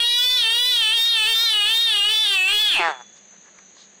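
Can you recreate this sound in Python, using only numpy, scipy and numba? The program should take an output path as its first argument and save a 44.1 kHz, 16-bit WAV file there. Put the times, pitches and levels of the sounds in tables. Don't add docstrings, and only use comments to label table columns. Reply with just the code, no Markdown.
import sys
import numpy as np
from scipy import signal
from scipy.fft import rfft, irfft, next_fast_len
from scipy.io import wavfile
from scipy.ndimage import uniform_filter1d, map_coordinates
from numba import njit

SR = 44100
rng = np.random.default_rng(int(sys.argv[2]) if len(sys.argv) > 2 else 0)


def wav_out(sig):
    wavfile.write(sys.argv[1], SR, np.round(np.clip(np.atleast_2d(sig).T, -1, 1) * 32767).astype(np.int16))


N = 176400

# f/Hz, level/dB
NIGHT_SPECTRUM = [(30, -42), (60, -17), (115, -17.5), (200, 11.5), (280, -5.5), (600, -3), (1200, -12),
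                  (1800, -2.5), (4200, -2), (5500, -18), (8200, -12), (9200, -68), (12000, -59)]
CHORUS_SPECTRUM = [(5600, -46), (5850, -23.5), (6200, -8), (6350, -19), (6650, -5), (6850, -19),
                   (7050, -18), (7800, -41), (9000, -69)]
# start t/s, length/s, f/Hz, level/dB
CHIRPS = [(2.987, 0.07, 6070, -54), (3.226, 0.2, 6220, -49.5), (3.546, 0.18, 6040, -53)]
# centre t/s, half length/s, f/Hz, width/Hz, level/dB
RUBS = [(3.175, 0.017, 3900, 3500, -54.5), (3.34, 0.029, 1610, 695, -63.5), (3.475, .022, 1670, 595, -57.5),
        (3.582, 0.059, 1660, 600, -62.5), (3.81, 0.045, 4000, 900, -50)]
# t/s, f/Hz, width/Hz, level/dB
TICKS = [(3.45, 6000, 2990, -53), (3.587, 1970, 693, -42), (3.768, 1770, 1200, -50)]
# f/Hz, T60/s
ECHO_DECAY = [(200, 0.02), (1000, 0.1), (2600, 0.26), (3500, 0.11), (5000, 0.19), (12000, 0.016)]
# f/Hz, level/dB
RUMBLE_SPECTRUM = [(15, 7), (30, 0), (80, -13), (120, -40), (180, -27), (250, -70), (500, -75)]
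WHEEZE_SPECTRUM = [(270, -52.5), (370, 13), (560, 3), (750, -14), (900, -37)]
# t/s, f/Hz, level/dB
GULPS = [(2.793, 376, -28), (2.879, 388, -39)]
# t/s, pitch f/Hz, mouth resonance f/Hz
CONTOUR = [(0.0, 469.2, 3110), (0.1, 478.3, 3607), (0.32, 504.2, 3494), (0.377, 495.7, 3820),
           (0.456, 444.5, 3210), (0.5, 454, 3170.0), (0.619, 490.3, 3460), (0.71, 498.6, 3724),
           (0.837, 439.6, 3200), (0.873, 432, 3110), (0.912, 439, 3030.0), (0.943, 465, 3270),
           (1.001, 455.0, 3504), (1.091, 469, 3820.0), (1.22, 432.4, 2930), (1.259, 428, 3120.0),
           (1.288, 457.8, 3108), (1.363, 446.8, 3646), (1.427, 468.3, 3778), (1.46, 457.8, 3930),
           (1.557, 422.3, 3060), (1.633, 408.3, 3085), (1.666, 420, 3130), (1.719, 448, 3300.0),
           (1.798, 464, 3607), (1.846, 466.3, 3804), (1.872, 455.3, 3460), (1.928, 419, 3244),
           (1.97, 407.7, 3060), (2.019, 400.3, 2935), (2.124, 440.5, 3280), (2.141, 432, 3425),
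           (2.221, 440.0, 3504), (2.283, 405.4, 3430), (2.366, 379.5, 2904), (2.411, 368.8, 2610),
           (2.468, 378.4, 2717), (2.527, 420.7, 3116), (2.576, 415.4, 3320), (2.608, 434.8, 3380.0),
           (2.648, 422.2, 3400.0), (2.685, 408.4, 3388), (2.73, 351.1, 3080), (2.748, 305.0, 2950),
           (2.765, 230, 2750.0), (2.787, 198.0, 2540), (2.812, 172.5, 2202), (2.85, 167, 1910),
           (2.889, 161.7, 1515), (2.926, 134, 1043), (3.03, 115, 900.0)]
# t/s, cry level/dB, croak level/dB
EFFORT = [(0, 6, -85), (2.66, 3.5, -79), (2.76, -11, -37.5), (2.8, -24.5, -28.5), (2.83, -27, -28.5),
          (2.885, -38, -29.5), (2.905, -81, -30.5), (2.925, -69, -41), (2.99, -81, -54), (3.015, -58, -46),
          (3.045, -103, -94)]
# centre t/s, half length/s, edge level/dB, treble flare/dB
PUSHES = [(0.259, 0.12, -6, 15.5), (0.673, 0.17, -16.5, 11.5), (1.02, .06, -8.5, 17.5),
          (1.37, 0.11, -8, 17), (1.768, 0.074, -17, 15), (2.17, 0.089, -10.5, 9.5),
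          (2.599, 0.077, -8.5, 15)]
# centre t/s, half length/s, rasp level/dB
CATCHES = [(1.498, 0.011, -39), (2.3, 0.0094, -50), (.43, 0.02, -22), (0.822, 0.025, -37),
           (1.359, 0.0083, -6.5), (1.688, 0.017, -44)]
# f/Hz, level/dB
BODY_SPECTRUM = [(200, -59.5), (330, -26), (450, -2.5), (900, -15), (1300, 4.5), (1850, 16), (2400, 21.5),
                 (3000, -25), (4400, 13.5), (5500, 4), (7000, -68)]
TREBLE_SPECTRUM = [(3500, -22), (5200, 1), (6200, 6), (7200, 7), (8200, 7), (9500, 0), (11500, 0),
                   (12800, 6), (14000, 10), (15000, 11), (16000, 7)]
CROAK_SPECTRUM = [(120, -48), (290, -16), (380, 0.5), (520, -3), (660, 1.5), (830, 6.5), (1100, -1),
                  (1350, 5.5), (1700, 1.5), (2400, -5), (3500, -6), (4400, -9), (5300, -26), (8000, -18.5),
                  (10000, -59)]
# f/Hz, level/dB
CAMERA_RESPONSE = [(120, 9), (230, 0), (340, 9), (600, 7), (1200, 9), (2500, 0), (16000, 0)]


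def amp(db):
    return 10 ** (np.asarray(db) / 20)


def unit(x):
    return x / np.sqrt(np.mean(x ** 2) + 1e-20)


def clock():
    return np.arange(N) / SR


def bump(centre_s, half_s):
    return np.exp(-((clock() - centre_s) / half_s) ** 2)


def along(points, hz):
    knots_hz, values = np.transpose(points)
    return np.interp(np.log(hz + 1), np.log(knots_hz + 1), values)


def curves(rows, smooth_samples):
    times_s, *columns = np.transpose(rows)
    return [uniform_filter1d(np.interp(clock(), times_s, c), smooth_samples) for c in columns]


def wobble(knots_per_s):
    return map_coordinates(rng.standard_normal(2000), [clock() * knots_per_s], mode="wrap")


def coloured(x, spectrum):
    size = 2 * next_fast_len(N // 2 + SR // 8)
    gain = amp(along(spectrum, np.fft.rfftfreq(size, 1 / SR)))
    cepstrum = irfft(np.log(gain), size)
    cepstrum[1:size // 2] *= 2
    cepstrum[size // 2 + 1:] = 0
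    return irfft(rfft(x, size) * np.exp(rfft(cepstrum)), size)[:N]


def noise(spectrum):
    return unit(coloured(rng.standard_normal(N), spectrum))


def band(hz, width_hz):
    return unit(signal.lfilter(*signal.iirpeak(hz, hz / width_hz, SR), rng.standard_normal(N)))


def running_rms(x, window_s):
    size = max(int(window_s * SR), 2)
    return np.sqrt(np.abs(uniform_filter1d(uniform_filter1d(x ** 2, size), size)) + 1e-14)


def even(x):
    return x / running_rms(x, window_s=.02)


@njit
def resonate(x, angle_rad, radius):
    out, z = np.zeros(len(x)), 0j
    for i in range(len(x)):
        z = z * radius * np.exp(1j * angle_rad[i]) + x[i]
        out[i] = z.real
    return out


def ring(x, centre_hz, width_hz, order):
    for _ in range(order):
        x = resonate(x, 2 * np.pi * centre_hz / SR, np.exp(-np.pi * width_hz / SR))
    return even(x)


def night(level_db=-59):
    return amp(level_db) * noise(NIGHT_SPECTRUM)


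def insects(chorus_db=-52, flicker_db=1.5, waver_hz=18):
    out = amp(chorus_db + flicker_db * wobble(81)) * noise(CHORUS_SPECTRUM)
    for start_s, length_s, hz, db in CHIRPS:
        progress = np.clip((clock() - start_s) / length_s, 0, 1)
        swell = np.sqrt(np.abs(np.sin(np.pi * progress)))
        out += amp(db) * swell * np.sin(2 * np.pi * np.cumsum(hz + waver_hz * wobble(120)) / SR)
    return out


def hands(tick_decay_s=.0029, cutoff_hz=8000):
    t, out = clock(), np.zeros(N)
    for centre_s, half_s, hz, width_hz, db in RUBS:
        out += amp(db) * bump(centre_s, half_s) * band(hz, width_hz)
    for start_s, hz, width_hz, db in TICKS:
        decay = (t >= start_s) * np.exp(-np.abs(t - start_s) / tick_decay_s)
        out += amp(db) * decay * band(hz, width_hz)
    return signal.sosfilt(signal.butter(8, cutoff_hz, fs=SR, output="sos"), out)


def outdoor_echo(x, level_db=-11.5):
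    hz, t, spectra = signal.stft(rng.standard_normal(SR // 2), SR, nperseg=256)
    decay = amp(-60 * t / along(ECHO_DECAY, hz)[:, None])
    tail = signal.istft(spectra * decay, SR, nperseg=256)[1]
    return amp(level_db) * signal.fftconvolve(x, tail / np.linalg.norm(tail))[:N]


def afterring(x, hz=3440, t60_s=.7, level_db=-46):
    t = np.arange(SR) / SR
    tone = np.sin(2 * np.pi * hz * t) * amp(-60 * t / t60_s)
    return amp(level_db) * signal.fftconvolve(x, tone / np.linalg.norm(tone))[:N]


def chest_reflection(x, mean_delay_s=.0011, sway_s=.00008, level_db=-9):
    delay_s = mean_delay_s + sway_s * wobble(9)
    return amp(level_db) * map_coordinates(x, [np.arange(N) - delay_s * SR])


def draught(cry_db, gust_db=3, rumble_db=-51, wheeze_db=-47):
    gain = amp(cry_db - cry_db.max() + gust_db * wobble(14.34))
    return gain * (amp(rumble_db) * noise(RUMBLE_SPECTRUM) + amp(wheeze_db) * noise(WHEEZE_SPECTRUM))


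def gulps(rise_s=.0085):
    out = np.zeros(N)
    for start_s, hz, db in GULPS:
        age_s = np.maximum(clock() - start_s, 0)
        out += amp(db) * age_s / rise_s * np.exp(1 - age_s / rise_s) * np.sin(2 * np.pi * hz * age_s)
    return out


def croak(cords, air, rasp_db=-16):
    return even(coloured(cords + amp(rasp_db) * air, CROAK_SPECTRUM))


def vocal_cords(pitch_hz, jitter_cycles=.0003, shimmer_db=.05):
    cycles = np.cumsum(pitch_hz) / SR
    onsets = np.interp(np.arange(1, int(cycles[-1])), cycles, np.arange(N))
    scatter = rng.standard_normal((2500, 2))[:len(onsets)]
    onsets += jitter_cycles * scatter[:, 0] * SR / pitch_hz[onsets.astype(int)]
    taps = onsets.astype(int)[:, None] + np.arange(-7, 9)
    offsets = taps - onsets[:, None]
    pulses = np.sinc(offsets) * np.cos(np.pi * offsets / 16) ** 2 * amp(shimmer_db * scatter[:, 1:])
    train = np.bincount(np.clip(taps, 0, N - 1).ravel(), pulses.ravel(), N)
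    air = unit(rng.standard_normal(N) * np.exp(-2 * (cycles % 1)))
    return even(train - pitch_hz / SR), air


def mouth(source, pitch_hz, mouth_hz, shake=.015, lock=.6, skirt_db=5, skirt_db_per_s=-2):
    shaky_hz = mouth_hz * (.975 + shake * wobble(45))
    overtone_hz = np.round(shaky_hz / pitch_hz) * pitch_hz
    sharp_hz = shaky_hz + lock * (overtone_hz - shaky_hz)
    broad = ring(source, mouth_hz, width_hz=1635, order=3)
    sharp = ring(broad, sharp_hz, width_hz=380, order=1)
    return even(sharp + amp(skirt_db + skirt_db_per_s * clock()) * broad)


def upper_resonance(source, pitch_hz, mouth_hz, mid_hz=8380, level_db=-23, db_per_octave=-22):
    crying = clock() < EFFORT[1][0]
    opening_octaves = np.log2(mouth_hz / np.median(mouth_hz[crying]))
    centre_hz = mid_hz * np.sqrt(pitch_hz / np.median(pitch_hz[crying]))
    gain = amp(level_db + db_per_octave * opening_octaves)
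    return gain * ring(source, centre_hz, width_hz=1200, order=2)


def cry(cords, air, pitch_hz, mouth_hz, glide, body_db=-16, treble_db=-28):
    rasp_db, glide_rasp_db, top_rasp_db = -60, -31, -7
    catch = sum(amp(db) * bump(centre_s, half_s) for centre_s, half_s, db in CATCHES)
    source = cords + (amp(rasp_db) + amp(glide_rasp_db) * glide + catch) * air
    ragged = cords + (amp(rasp_db) + (amp(glide_rasp_db) + amp(top_rasp_db)) * glide + catch) * air
    edge_gain = sum(amp(db) * bump(centre_s, half_s) for centre_s, half_s, db, _ in PUSHES)
    flare_db = sum(db * bump(centre_s, half_s) for centre_s, half_s, _, db in PUSHES)
    body = amp(body_db) * even(coloured(cords + catch * air, BODY_SPECTRUM))
    edge = edge_gain * ring(source, 1.264 * mouth_hz, width_hz=1360, order=3)
    treble = amp(treble_db + flare_db) * even(coloured(ragged, TREBLE_SPECTRUM))
    top = upper_resonance(ragged, pitch_hz, mouth_hz) + treble
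    top_gain = np.interp(pitch_hz, [84, 406], [0, 1])
    return mouth(source, pitch_hz, mouth_hz) + edge + body + top_gain * top


def frog(flutter=.001, glide_flutter=.0045):
    pitch_hz, mouth_hz = curves(CONTOUR, smooth_samples=900)
    cry_db, croak_db = curves(EFFORT, smooth_samples=400)
    glide = np.minimum(np.abs(np.gradient(np.log2(pitch_hz))) * SR, 2)
    cords, air = vocal_cords(pitch_hz * (1 + (flutter + glide_flutter * glide) * wobble(70)))
    scream = amp(cry_db) * cry(cords, air, pitch_hz, mouth_hz, glide)
    return scream + amp(croak_db) * croak(cords, air) + draught(cry_db) + gulps()


def scene():
    voice = frog()
    mono = voice + chest_reflection(voice) + outdoor_echo(voice) + afterring(voice)
    mono += insects() + hands() + night()
    return np.array([mono, mono])


def record(dry):
    ceiling_db, clip_db, top_hz, rolloff_hz = -17, -12.6, 15750, 300
    x = dry[0] / (1 + (running_rms(dry[0], window_s=.012) / amp(ceiling_db)) ** 4) ** (1 / 4)
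    x = signal.resample_poly(x, 2, 1)
    x = x / (1 + np.abs(x / amp(clip_db)) ** 4) ** (1 / 4)
    x = coloured(signal.resample_poly(x, 1, 2), CAMERA_RESPONSE)
    size = next_fast_len(N + SR // 8)
    passband = np.clip((top_hz - np.fft.rfftfreq(size, 1 / SR)) / rolloff_hz + .5, 0, 1)
    x = irfft(rfft(x, size) * passband, size)[:N]
    return np.array([x, x])


dry = scene()
out = record(dry)
wav_out(out)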